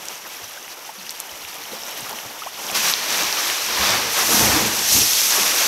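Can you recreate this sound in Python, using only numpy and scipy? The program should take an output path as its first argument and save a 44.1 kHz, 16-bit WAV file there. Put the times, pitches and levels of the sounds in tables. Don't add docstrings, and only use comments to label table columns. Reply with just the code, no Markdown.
import sys
import numpy as np
from scipy import signal
from scipy.fft import rfft, irfft, next_fast_len
from scipy.io import wavfile
from scipy.ndimage import map_coordinates

SR = 44100
rng = np.random.default_rng(int(sys.argv[2]) if len(sys.argv) > 2 else 0)


def store_pcm(level_fs):
    pcm = np.round(np.clip(level_fs, -1, 1) * 32767).astype(np.int16)
    wavfile.write(sys.argv[1], SR, np.atleast_2d(pcm).T)


N = 250047


def amp(db):
    return 10 ** (np.asarray(db) / 20)


def unit(x):
    return x / np.sqrt(np.mean(x ** 2) + 1e-20)


def curves(rows):
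    knot_s, *columns = np.transpose(rows)
    return [np.interp(np.arange(N) / SR, knot_s, column) for column in columns]


def wobble(rate):
    knots = rng.standard_normal(int(N * rate / SR) + 4)
    return map_coordinates(knots, [np.arange(N) * rate / SR])


def filtered(x, response):
    size = next_fast_len(N + SR // 2)
    hz = np.fft.rfftfreq(size, 1 / SR)
    return irfft(rfft(x, size) * response(hz), size)[:N]


def shape(points, hz):
    point_hz, db = np.transpose(points)
    return amp(np.interp(np.log(hz + 1), np.log(point_hz), db))


def resonance(hz, centre, width):
    return 1j * hz * width / (centre ** 2 - hz ** 2 + 1j * hz * width)


# (centre [Hz], width [Hz], gain of the mode alone [dB])
HOUSING_MODES = [(5750, 870, 6), (12740, 2140, 9)]


def housing(hz):
    lifts = [(amp(db) - 1) * resonance(hz, centre, width) for centre, width, db in HOUSING_MODES]
    return 1 + sum(lifts)


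def add(track, start_s, sound):
    part = track[max(round(start_s * SR), 0):][:len(sound)]
    part += sound[:len(part)]


def bubbles(count, low_hz, high_hz, cycles, rise, spread_db):
    when, radius, strength = rng.random((count, 3)).T
    hz = low_hz * (high_hz / low_hz) ** radius
    size = amp(-spread_db * np.log(1 - .985 * strength)) * hz / low_hz
    length = (cycles * SR / hz).astype(int) + 2
    who = np.repeat(np.arange(count), length)
    age = np.arange(len(who)) - np.repeat(np.cumsum(length) - length, length)
    life_share = age / length[who]
    decay = np.exp(-np.log(50) * life_share)
    phase = 2 * np.pi * cycles * life_share * (1 + rise * life_share / 2)
    wave = size[who] * decay * np.sin(phase)
    return unit(np.bincount((when * N).astype(int)[who] + age, wave, N)[:N])


def water(spectrum, grains, wash_db, flutter_db):
    colour = lambda hz: shape(spectrum, hz) * housing(hz)
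    near = unit(filtered(grains, colour))
    far = unit(filtered(rng.standard_normal(N), colour))
    ripples = wobble(45)
    return unit((near + amp(wash_db) * far) * amp(flutter_db * ripples))


def patter(grains):
    return unit(filtered(grains, housing))


GULLY_S = 2.745


def inside():
    return np.clip((np.arange(N) / SR - GULLY_S) / 0.046 + .5, 0, 1)


# (frequency [Hz], gain [dB])
LAP_COLOUR = [(20, -16), (50, -3), (100, -1), (160, 6), (230, 7), (380, -10.5), (700, 3), (1500, -50)]
# (mean level [dB], gain per level of sloshing [dB/dB])
LAP_LEVEL = (-50.5, 1.15)


def lapping(slosh_db):
    mean_db, growth = LAP_LEVEL
    lap_db = mean_db + growth * (slosh_db - slosh_db.mean())
    grains = bubbles(count=600, low_hz=92, high_hz=455, cycles=2.8, rise=0.22, spread_db=0.5)
    return amp(lap_db) * water(LAP_COLOUR, grains, wash_db=-1, flutter_db=0.5)


# (frequency [Hz], gain [dB])
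SLOSH_COLOUR = [(120, -29), (280, -3.5), (480, -0.5), (850, 3.5), (1400, -0.5), (2200, -10.5), (4500, -22)]


def sloshing(slosh_db):
    grains = bubbles(count=4500, low_hz=348, high_hz=2480, cycles=5.3, rise=0.4, spread_db=4.0)
    return amp(slosh_db + 0.5) * water(SLOSH_COLOUR, grains, wash_db=7.5, flutter_db=1.8)


# (frequency [Hz], gain [dB])
FOAM_COLOUR = [(700, -20), (1700, -1), (3000, 1.5), (4600, -4.5), (6200, -3), (8500, -9.5), (12500, -11),
               (15500, -21.5)]


def foaming(foam_db):
    grains = bubbles(count=6000, low_hz=1753, high_hz=12500, cycles=29, rise=0.29, spread_db=4.5)
    foam = water(FOAM_COLOUR, grains, wash_db=6.0, flutter_db=1.33)
    trickle = bubbles(count=160, low_hz=1595, high_hz=6300, cycles=28, rise=.12, spread_db=-0.5)
    ticks = patter(bubbles(count=400, low_hz=2000, high_hz=11200, cycles=6, rise=.1, spread_db=5.5))
    return amp(foam_db + 1) * (foam + amp(-12.5) * trickle + amp(-18) * ticks)


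# (time [s], sloshing before trim [dB], foam before trim [dB])
OPEN_WATER_LEVELS = [(0.0, -40.5, -37), (0.61, -43, -38.5), (0.75, -44, -39.5), (0.95, -44.5, -39.5),
                     (1.26, -41, -37.5), (1.52, -42, -37.5), (1.72, -37.5, -36.5), (1.9, -40, -34),
                     (2.06, -34, -34), (2.27, -39, -36.5), (2.5, -41, -37), (2.65, -37, -36),
                     (2.74, -28.5, -32)]


def open_water():
    slosh_db, foam_db = curves(OPEN_WATER_LEVELS)
    return lapping(slosh_db) + sloshing(slosh_db) + foaming(foam_db)


# (time [s], level before trim and housing [dB], pitch [Hz], length of ringing [cycles])
NEAR_DROPS = [(0.0853, -8, 6260, 3), (0.68, -21, 2110, 3.6), (1.0315, -26, 5650, 6), (1.094, -9, 4600, 3.7),
              (1.1074, -8.5, 8000, 1.6), (1.202, -4, 8800, 2.3), (1.293, -24, 3050, 16),
              (1.45, -18.5, 2540, 6.1), (1.654, -24.5, 3170, 14), (1.835, -19, 5500, 10),
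              (2.007, -14, 8500, 4), (2.1882, -15, 2850, 4.2), (2.4365, -18, 3020, 5.4),
              (2.667, -14.5, 5900, 6), (2.689, -14, 3220, 10), (2.7, -14, 2560, 5.1),
              (2.715, -10, 9000, 2.5), (2.899, -10, 5770, 11), (2.915, -15, 12200, 18),
              (2.938, 2, 4000, 4.2), (3.234, -11, 5760, 9), (3.476, -12, 11000, 5.5),
              (3.5, -2.5, 2840, 2.3)]


def drops():
    out, t = np.zeros(N), np.arange(SR // 30) / SR
    for start_s, db, hz, cycles in NEAR_DROPS:
        age = 5 * hz * t / cycles
        tick = age * np.exp(1 - age) * np.sin(2 * np.pi * hz * t)
        spatter = unit(signal.fftconvolve(rng.standard_normal(len(t)), tick)[:len(t)])
        spatter_decay = amp(-60 * t / 0.034)
        add(out, start_s, amp(db - 3.5) * (tick + 0.059 * spatter * spatter_decay))
    return filtered(out, housing)


# (time [s], level before trim and onset [dB], mean pitch [Hz], time to fall by 26 dB [s])
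AIR_POCKETS = [(.428, -35, 109, 0.055), (0.976, -38, 213, 0.14), (1.32, -39, 70, .05),
               (1.44, -37, 90, 0.042), (1.716, -33.5, 213, 0.1), (2.02, -29, 139, 0.042),
               (2.11, -38, 210, 0.13), (2.258, -26, 128, 0.026), (2.84, -31.5, 166, 0.14),
               (3.201, -27, 178, 0.042), (3.79, -24, 73.5, 0.12), (3.899, -30, 111.5, 0.36),
               (3.798, -26, 195, 0.28), (4.42, -25, 57.5, 0.2), (4.599, -22, 147, 0.092),
               (4.951, -14.5, 93, 0.042), (4.955, -19, 238, 0.079)]


def thumps():
    out, t = np.zeros(N), np.arange(SR // 2) / SR
    for start_s, db, hz, fall_s in AIR_POCKETS:
        pitch = hz * (1 + 0.08 * wobble(69)[:len(t)])
        onset = 1 - np.exp(-t / 0.0059)
        decay = amp(db - 4 - 26 * t / fall_s)
        add(out, start_s, onset * decay * np.sin(2 * np.pi * np.cumsum(pitch) / SR))
    return out


# (time [s], level before trim and onset [dB], starting pitch [Hz], pitch rise [octaves])
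LARGE_BUBBLES = [(0.574, -28, 1480, .25), (.891, -23, 746, 0.62), (1.719, -32, 300, .3),
                 (1.732, -23, 428, 0.64), (1.751, -34, 340, .4), (2.127, -21, 770, 0.74),
                 (2.419, -20, 1160, .35), (2.4625, -21, 614, .73), (2.470, -20.5, 950, 0.49),
                 (2.697, -21, 670, .3), (4.186, -14, 1170, 0.37), (5.382, -18, 394, 0.051)]
PLOP_LIFE_S = 0.0145


def plops():
    out, t = np.zeros(N), np.arange(SR // 12) / SR
    age = t / PLOP_LIFE_S
    for start_s, db, hz, octaves in LARGE_BUBBLES:
        pitch = hz * 2 ** (octaves * np.minimum(age, 1))
        onset = 1 - np.exp(-t / 0.0012)
        decay = amp(db - 1.0 - 10 * age - 10 * age ** 2)
        ring = np.sin(2 * np.pi * np.cumsum(pitch) / SR)
        small_splash = 0.15 * rng.standard_normal(len(t))
        add(out, start_s, onset * decay * (ring + small_splash))
    return out


def surge(start, rise, hold, fade):
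    t = np.arange(N) / SR - start
    growth = np.sin(np.pi / 2 * np.clip(t / rise, 0, 1)) ** 2
    return growth * np.exp(-np.maximum(t - rise - hold, 0) / fade)


def piled(rest_db, peaks_db, envelopes):
    rest_power = inside() * amp(rest_db) ** 2
    wave_power = amp(peaks_db) ** 2 @ np.square(envelopes)
    return 10 * np.log10(rest_power + wave_power + 1e-20)


# (frequency [Hz], gain [dB])
CHURN_COLOUR = [(120, -40), (300, -7), (550, -3), (1100, 1), (1700, -2.5), (2600, -8), (5000, -37)]
SPLASH_COLOUR = [(700, -25), (1600, -2.5), (2400, 1), (4200, -0.5), (6000, -4.5), (8000, -13), (14000, -20)]
SPRAY_COLOUR = [(2000, -46), (4500, -6.5), (6300, 5.5), (9000, 0), (12500, -3), (14500, -12.5),
                (15600, -20)]
# (start [s], rise [s], hold [s], fade time constant [s],
# splash before thinning and patter [dB], churn [dB], spray [dB])
BREAKING_WAVES = [(2.573, 0.05, .08, .04, -36, -50, -37), (2.738, 0.017, 0.0082, 0.075, -21, -28.5, -26),
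                  (2.799, 0.058, 0.051, 0.018, -21.5, -29, -24.5), (3.02, 0.13, 0.073, 0.17, -24, -28, -29),
                  (3.314, .075, 0.11, 0.24, -27, -33.5, -31.5), (3.632, 0.24, 0.059, 0.15, -21, -23.5, -30),
                  (4.12, 0.068, .015, 0.1, -23.5, -25.5, -31), (4.024, 0.18, 0.16, 0.11, -31, -58, -24.5),
                  (4.255, 0.076, 0.057, 0.12, -20.5, -25.5, -19.5),
                  (4.356, 0.08, 0.14, 0.17, -22.5, -24, -23.5), (4.54, .52, 0.15, 0.7, -22, -47, -20.5),
                  (4.833, 0.11, .02, 0.079, -22, -55, -18.5), (5.275, 0.058, 0.27, 0.32, -26, -28, -28),
                  (5.56, 0.049, 0.035, .1, -24, -35, -24)]


def breakers():
    waves = [surge(*times) for *times, _, _, _ in BREAKING_WAVES]
    *_, splashes_db, churns_db, sprays_db = np.transpose(BREAKING_WAVES)
    splash_db = piled(-26.5, splashes_db, waves)
    churn_db = piled(-33, churns_db, waves)
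    spray_db = piled(-32.5, sprays_db, waves)
    churn_grains = bubbles(count=3500, low_hz=316.3, high_hz=2670, cycles=18.6, rise=0.11, spread_db=-1.5)
    churn = water(CHURN_COLOUR, churn_grains, wash_db=3, flutter_db=0.77)
    splash_grains = bubbles(count=9000, low_hz=1517, high_hz=7440, cycles=29, rise=0.091, spread_db=3.0)
    splash = water(SPLASH_COLOUR, splash_grains, wash_db=6.5, flutter_db=.6)
    spray_grains = bubbles(count=14000, low_hz=4640, high_hz=15100, cycles=5, rise=.1, spread_db=-4.5)
    spray = water(SPRAY_COLOUR, spray_grains, wash_db=12, flutter_db=1.0)
    ticks = patter(bubbles(count=500, low_hz=2600, high_hz=8000, cycles=7, rise=0.065, spread_db=4.0))
    large = filtered(splash, lambda hz: 1 / (1 + (hz / 3000) ** 4))
    thin = np.clip((spray_db - churn_db) / 20, 0, .75)
    splash = (splash - thin * large) / np.sqrt(1 - 0.62 * thin)
    splash = splash + amp(-11.5) * ticks
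    return amp(churn_db) * churn + amp(splash_db) * splash + amp(spray_db) * spray


# (centre [Hz], width [Hz], gain of the mode alone [dB])
CLEFT_MODES = [(63, 9, 6.5), (88.5, 4.6, 4), (112, 6.5, 1), (181, 6.7, -14), (209.4, 4.9, 3.5),
               (233.4, 5.8, -4), (292.5, 40, -5.5), (322.6, 8.2, 1), (414, 8.9, -5.5), (456, 19, 0.5)]


def cleft(x):
    modes = lambda hz: 0.28 + sum(amp(db) * resonance(hz, centre, width) for centre, width, db in CLEFT_MODES)
    return unit(filtered(x, modes))


# (frequency [Hz], gain [dB])
BOOM_COLOUR = [(20, -28), (35, -25), (55, -9), (90, -7.5), (160, 4.5), (320, 1), (520, -0.5), (900, 10.5),
               (2000, -70)]
# (start [s], rise [s], fade time constant [s], boom at full depth [dB])
CLEFT_SWELLS = [(2.68, 0.082, 0.056, -45), (3.05, .11, 0.073, -44), (3.552, 0.27, 0.67, -38),
                (4.16, 0.3, 0.14, -22.5), (4.87, 0.054, 0.081, -31), (5.26, 0.18, 0.089, -38.5)]
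SWELL_HOLD_S = 0.083
DEEP_FROM_DB = -38


def booming():
    swells = [surge(start_s, rise, SWELL_HOLD_S, fade) for start_s, rise, fade, _ in CLEFT_SWELLS]
    boom_db = piled(-47, [db for *_, db in CLEFT_SWELLS], swells)
    grains = bubbles(count=1400, low_hz=55.4, high_hz=636, cycles=6.6, rise=0.2, spread_db=4.0)
    boom = cleft(water(BOOM_COLOUR, grains, wash_db=0.5, flutter_db=-0.8))
    deep = filtered(boom, lambda hz: 1 / (1 + (hz / 130) ** 4))
    missing_depth = np.clip((DEEP_FROM_DB - boom_db) / 8, 0, .45)
    return amp(boom_db) * (boom - missing_depth * deep)


def scene():
    water_outside = np.sqrt(1 - inside()) * open_water()
    mono = water_outside + drops() + thumps() + plops() + breakers() + booming()
    return np.array([mono, mono])


def record(dry):
    return np.array([filtered(x, lambda hz: hz < 15750) for x in dry])


dry = scene()
out = record(dry)
store_pcm(out)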